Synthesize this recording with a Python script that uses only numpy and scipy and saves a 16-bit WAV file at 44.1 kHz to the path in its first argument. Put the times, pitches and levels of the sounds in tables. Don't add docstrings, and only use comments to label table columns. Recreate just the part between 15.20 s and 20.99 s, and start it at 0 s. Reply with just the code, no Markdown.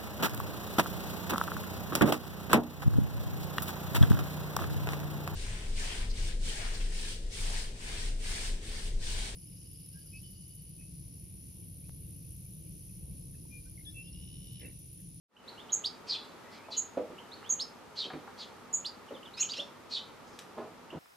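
import sys
import numpy as np
from scipy import signal
from scipy.fft import rfft, irfft, next_fast_len
from scipy.io import wavfile
from scipy.ndimage import map_coordinates

SR = 44100
rng = np.random.default_rng(int(sys.argv[2]) if len(sys.argv) > 2 else 0)


def unload_audio(sound):
    columns = np.transpose(np.atleast_2d(sound))
    steps = np.round(np.clip(columns, -1, 1) * 32767)
    wavfile.write(sys.argv[1], SR, steps.astype(np.int16))


N = 255339


def amp(db):
    return 10 ** (np.asarray(db) / 20)


def unit(x):
    return x / np.sqrt(np.mean(x ** 2) + 1e-20)


def along(points, hz):
    freqs, values = np.transpose(points)
    return np.interp(np.log(hz + 1), np.log(freqs + 1), values)


def wobble(rate, size):
    knots = rng.standard_normal(size // 8 + 4)
    return map_coordinates(knots, [np.arange(size) * rate / SR], mode="mirror")


def filtered(x, response):
    n = x.shape[-1]
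    padded = next_fast_len(n + 8192)
    return irfft(rfft(x, padded) * response(np.fft.rfftfreq(padded, 1 / SR)), padded)[..., :n]


def hump(hz, centre_hz, octaves):
    return np.exp(-.5 * (np.log2((hz + 1) / centre_hz) / octaves) ** 2)


def hiss(centre_hz, octaves):
    return unit(filtered(rng.standard_normal(SR // 2), lambda hz: hump(hz, centre_hz, octaves)))


def clock():
    return np.arange(SR // 2) / SR


def add(out, start, x):
    i = max(round(start * SR), 0)
    out[:, i:i + x.shape[1]] += x[:, :N - i]


def gate(u, edge):
    return np.sin(np.pi / 2 * np.clip(np.minimum(u, 1 - u) / edge, 0, 1)) ** 2


def phase_of(hz):
    return 2 * np.pi * np.cumsum(hz) / SR


def glide(start_hz, end_hz, bend):
    return [start_hz, start_hz + bend * (end_hz - start_hz), end_hz]


def at_level(x, db, length):
    return amp(db) * unit(x) * np.sqrt(length * SR / x.shape[1])


def trees(x, wet_db, far_db, near_t60=0.21, far_t60=0.4, trunk_db=-2, trunk_count=7):
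    t = clock()
    trunks = np.zeros((2, len(t)))
    delay_s = .002 + .03 * rng.random(trunk_count)
    strength = rng.standard_normal((2, trunk_count)) * amp(-60 * delay_s / near_t60)
    trunks[:, (delay_s * SR).astype(int)] = strength
    leaves = rng.standard_normal((2, len(t))) * amp(-60 * t / near_t60) * (1 - np.exp(-t / 0.0019))
    wash = rng.standard_normal((2, len(t))) * amp(-60 * t / far_t60) * (1 - np.exp(-t / 0.017))
    echoes = unit(amp(trunk_db) * unit(trunks) + unit(leaves) + amp(far_db) * unit(wash))
    wet_mid, wet_side = signal.fftconvolve(x[None], echoes / np.sqrt(len(t)), axes=1)[:, :len(t)]
    mid = x + amp(wet_db) * wet_mid
    side = (0.17 * amp(wet_db) + amp(-20)) * wet_side
    return np.array([mid + side, mid - side])


def distant_rush(level_db=-51.5, drift_db=0.6):
    # (frequency [Hz], relative level [dB])
    spectrum = [(15, -72), (25, -26), (49, -15), (120, -9.5), (246, -2), (274, -6), (430, -3), (695, -8.5),
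                (931, -4.5), (1030, -9), (1250, -6), (1500, -12.5), (4130, -22), (5240, -24),
                (14400, -34.5)]
    # (frequency [Hz], correlation [ratio])
    likeness = [(60, 0.52), (500, 0.49), (1200, 0.62), (3000, 0.31), (8000, 0.055), (13000, 0.33)]

    def mid_side_gains(hz):
        angle = np.arccos(np.clip(along(likeness, hz), -1, 1)) / 2
        return amp(along(spectrum, hz)) * [np.cos(angle), np.sin(angle)]

    mid, side = filtered(rng.standard_normal((2, N)), mid_side_gains)
    return unit(np.array([mid + side, mid - side])) * amp(level_db + drift_db * wobble(2.59, N))


def far_hum(waver=0.019, flutter_db=0.87):
    # (pitch [Hz], level [dB])
    tones = [(98, -74.5), (248, -68)]
    out = np.zeros(N)
    for hz, db in tones:
        tone = np.sin(phase_of(hz * (1 + waver * wobble(29, N))))
        out += amp(db) * unit(tone * amp(flutter_db * wobble(8, N)))
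    return out


def thuds(t60=0.091, linger=9.9, whump_db=3, low_db=-8, wander_octaves=0.21):
    # (time [s], swell [s], centre pitch [Hz], level [dB])
    blows = [(1.769, 0.0048, 563.4, -26), (1.897, 0.0063, 380, -43.5), (2.844, 0.01, 417, -43.5),
             (2.932, 0.0063, 315, -36.5), (3.901, 0.0096, 504, -38), (4.378, 0.0099, 524, -40),
             (5.358, 0.026, 457.6, -33), (5.717, 0.015, 334, -38), (5.745, 0.0049, 166, -40)]
    # (frequency [Hz], relative level [dB])
    spectrum = [(40, -23), (110, -13.5), (230, 3), (650, 1.5), (1000, -6.5), (2000, -20), (5000, -36.5),
                (14000, -65)]
    out, t = np.zeros((2, N)), clock()
    for start, swell, hz, db in blows:
        body = unit(filtered(rng.standard_normal(len(t)), lambda f: amp(along(spectrum, f))))
        phase = phase_of(hz * 2 ** (wander_octaves * wobble(257, len(t))))
        whump = unit(np.sin(phase) + amp(low_db) * np.sin(phase / 2))
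        rise = np.minimum(t / swell, 1) ** 2
        decay = amp(-60 * np.maximum(t - swell, 0) / (t60 + linger * swell))
        thud = (body + amp(whump_db) * (0.0078 / swell) * whump) * rise * decay
        add(out, start, at_level(trees(thud, wet_db=-1, far_db=-6.5), db, length=0.014))
    return out * amp([[-.7], [.7]])


def noise_burst(hz, octaves, t60, db, attack_s=.001):
    t = clock()
    noise = hiss(hz, octaves) * (1 - np.exp(-t / attack_s)) * amp(-60 * t / t60)
    return at_level(trees(noise, wet_db=-1.5, far_db=-9), db, length=0.014)


def nuthatch_taps():
    # (time [s], band centre [Hz], level [dB])
    knocks = [(1.046, 2350, -58), (1.483, 730, -44.5), (2.227, 1200, -51), (2.902, 1050, -42),
              (2.933, 1260, -49), (3.074, 1060, -46.5), (5.189, 3000, -46)]
    out = np.zeros((2, N))
    for start, hz, db in knocks:
        octaves = .57 + 0.36 * np.log2(hz / 1000)
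        add(out, start, noise_burst(hz, octaves, t60=0.037, db=db))
    return out


def twitter_hiss_and_scrapes():
    # (time [s], band centre [Hz], level [dB])
    bursts = [(4.289, 4700, -43), (4.334, 3870, -41), (5.07, 5570, -60), (5.13, 5040, -59)]
    out = np.zeros((2, N))
    for start, hz, db in bursts:
        add(out, start, noise_burst(hz, octaves=0.33, t60=0.33, db=db))
    return out


def whistle(length, pitches_hz, db, wet_db=-4, far_db=-14, edge=0.29,
            waver=0.022, flutter_db=3.5, overtone_db=-32, full_voice_db=-31.5):
    t = clock()
    u = np.clip(t / length, 0, 1)
    arc_hz = np.polyval(np.polyfit([0, .5, 1], pitches_hz, 2), u)
    phase = phase_of(arc_hz * (1 + waver * wobble(1122, len(t))))
    flutter = amp(flutter_db * wobble(340, len(t)))
    tone = (np.sin(phase) + amp(overtone_db) * np.sin(2 * phase)) * flutter
    air = amp(-21 + 0.42 * (db - full_voice_db)) * hiss(5130, 0.69)
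    note = (tone + air) * gate(u, edge)
    return at_level(trees(note, wet_db, far_db), db, length) * amp([[-1.1], [1.1]])


def far_run(start=1.232, beat_s=.049, note_s=0.033, first_hz=1806, step_hz=158, count=5):
    out = np.zeros((2, N))
    for k in range(count):
        hz = first_hz + k * step_hz
        pitches_hz = glide(hz, hz + step_hz, bend=0.52)
        add(out, start + k * beat_s, whistle(note_s, pitches_hz, db=-60.5, wet_db=8, far_db=0))
    return out


def song():
    # (offset [s], length [s], start pitch [Hz], middle pitch [Hz], end pitch [Hz], relative level [dB])
    notes = [(0, 0.014, 2500, 2930, 3160, 5), (0.111, 0.03, 3300, 4200, 4400, 5),
             (.206, .058, 2560, 3250, 3800, -1), (0.325, 0.029, 2280, 3600, 4600, 1)]
    # (time [s], time stretch [ratio], notes sung [count], level [dB])
    phrases = [(0.162, 1, 4, -53), (1.979, 1.21, 3, -54.5), (4.026, .96, 2, -57), (5.7, 1.07, 1, -55.5)]
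    out = np.zeros((2, N))
    for start, stretch, count, db in phrases:
        for offset, length, *pitches_hz, note_db in notes[:round(count)]:
            note = whistle(stretch * length, pitches_hz, db + note_db, far_db=1.5, edge=0.28)
            add(out, start + stretch * offset, note)
    return out


def squeaks(waver=0.015, hiss_db=-6, swell_db=6):
    # (time [s], length [s], start pitch [Hz], end pitch [Hz], level [dB])
    calls = [(4.164, 0.062, 1178, 1504, -42), (4.361, 0.029, 1237, 1470, -43.5)]
    # (harmonic [number], relative level [dB])
    partials = [(2, -1.5), (3, -1), (4, 1.5), (5, -11)]
    out, t = np.zeros((2, N)), clock()
    for start, length, start_hz, end_hz, db in calls:
        u = np.clip(t / length, 0, 1)
        pitch_hz = np.interp(u, [0, 1], [start_hz, end_hz])
        phase = phase_of(pitch_hz * (1 + waver * wobble(1340, len(t))))
        tone = sum(amp(partial_db + 1.3 * wobble(206, len(t))) * np.sin(round(k) * phase)
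                   for k, partial_db in partials)
        note = (tone + amp(hiss_db) * hiss(2700, 0.91)) * amp(swell_db * u) * gate(u, 0.28)
        add(out, start, at_level(trees(note, wet_db=-8, far_db=10), db, length))
    return out * amp([[-.8], [.8]])


def rasps(trill_hz=58, trill_depth=0.067, jitter_depth=0.0615, flutter_db=3, throat_hz=4150):
    # (time [s], length [s], base pitch [Hz], level [dB])
    calls = [(0.867, 0.086, 4105, -34), (1.304, 0.073, 4150, -58), (1.504, 0.051, 3900, -41.5),
             (2.753, 0.091, 3877, -36.5), (3.172, .058, 4010, -45), (4.696, 0.083, 3910, -36)]
    # (position [share of the call], pitch [ratio], relative level [dB])
    contour = [(0, 1.3, -31), (.2, 1.14, -8), (0.341, 1.11, -0.5), (.6, 1.01, -2.5), (0.819, .85, -4),
               (1, 0.68, -6)]
    out, t = np.zeros((2, N)), clock()
    share, ratio, swell_db = np.transpose(contour)
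    loudest_db = max(call[-1] for call in calls)
    for start, length, hz, db in calls:
        u = t / length
        trill = trill_depth * np.sin(2 * np.pi * (trill_hz * t + rng.random()))
        jitter = jitter_depth * wobble(1700, len(t))
        phase = phase_of(hz * np.interp(u, share, ratio) * (1 + trill + jitter))
        tone = np.sin(phase) * amp(flutter_db * wobble(459, len(t)))
        tone = filtered(tone, lambda f: hump(f, throat_hz, octaves=0.52))
        air = amp(-21 + 0.7 * (loudest_db - db)) * hiss(3860, 0.55)
        note = (tone * amp(np.interp(u, share, swell_db)) + air) * gate(u, 0.025)
        add(out, start, at_level(trees(note, wet_db=8, far_db=-7.5), db, length))
    return out * amp([[-.2], [.2]])


def slurs(leap_from_hz=2350, fall_bend=.58):
    # (time [s], length [s], end pitch [Hz], rise done by halfway [share], level [dB])
    rising = [(0.636, 0.042, 5040, 0.77, -33), (2.389, 0.045, 5040, 0.9, -35.5),
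              (3.643, 0.036, 5150, 0.72, -37), (4.284, 0.054, 4560, 0.99, -41),
              (4.319, 0.019, 3650, .5, -52), (4.383, 0.034, 3660, .77, -36.5)]
    # (time [s], length [s], start pitch [Hz], end pitch [Hz], level [dB])
    falling = [(3.875, .022, 3430, 2760, -59.5), (3.933, 0.05, 4050, 2800, -56),
               (4.047, 0.043, 3830, 2810, -54), (4.216, 0.0152, 2830, 2250, -41),
               (4.224, 0.017, 3780, 2540, -39), (4.332, .014, 4180, 2200, -40.5)]
    out = np.zeros((2, N))
    for start, length, end_hz, bend, db in rising:
        add(out, start, whistle(length, glide(leap_from_hz, end_hz, bend), db))
    for start, length, start_hz, end_hz, db in falling:
        add(out, start, whistle(length, glide(start_hz, end_hz, fall_bend), db))
    return out


def tsits(length=.026, waver=0.0097, overtone_db=-36, hiss_db=-28):
    # (time [s], base pitch [Hz], level [dB], left minus right [dB])
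    calls = [(.520, 6650, -26, -2.5), (1.566, 6720, -28, -3), (2.292, 6600, -25.5, -3),
             (3.528, 6850, -27.5, -2.5), (4.197, 6670, -26.5, -2)]
    # (position [share of the call], pitch [ratio], relative level [dB])
    contour = [(0, .95, -5), (.17, 1.035, -14), (.36, 1.02, -2), (.56, .97, 1), (.78, 1, -1),
               (1, 1.21, -10.5)]
    out, t = np.zeros((2, N)), clock()
    share, ratio, swell_db = np.transpose(contour)
    u = t / length
    for start, hz, db, pan_db in calls:
        phase = phase_of(hz * np.interp(u, share, ratio) * (1 + waver * wobble(1012, len(t))))
        tone = np.sin(phase) + amp(overtone_db) * np.sin(2 * phase)
        air = amp(hiss_db) * hiss(7200, 0.086)
        note = (tone + air) * amp(np.interp(u, share, swell_db)) * gate(u, 0.11)
        pan = amp([[pan_db / 2], [-pan_db / 2]])
        add(out, start, at_level(trees(note, wet_db=2, far_db=-17), db, length) * pan)
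    return out


def scene():
    birds = tsits() + song() + slurs() + far_run() + rasps() + squeaks()
    short_noises = thuds() + nuthatch_taps() + twitter_hiss_and_scrapes()
    background = distant_rush() + far_hum()
    return background + short_noises + birds


def record(dry, fade_start_s=0.081, fade_length_s=0.21, top_hz=14350):
    fade = np.clip((np.arange(N) / SR - fade_start_s) / fade_length_s, 0, 1) ** 1.5
    return filtered(dry * fade, lambda hz: hz < top_hz)


dry = scene()
out = record(dry)
unload_audio(out)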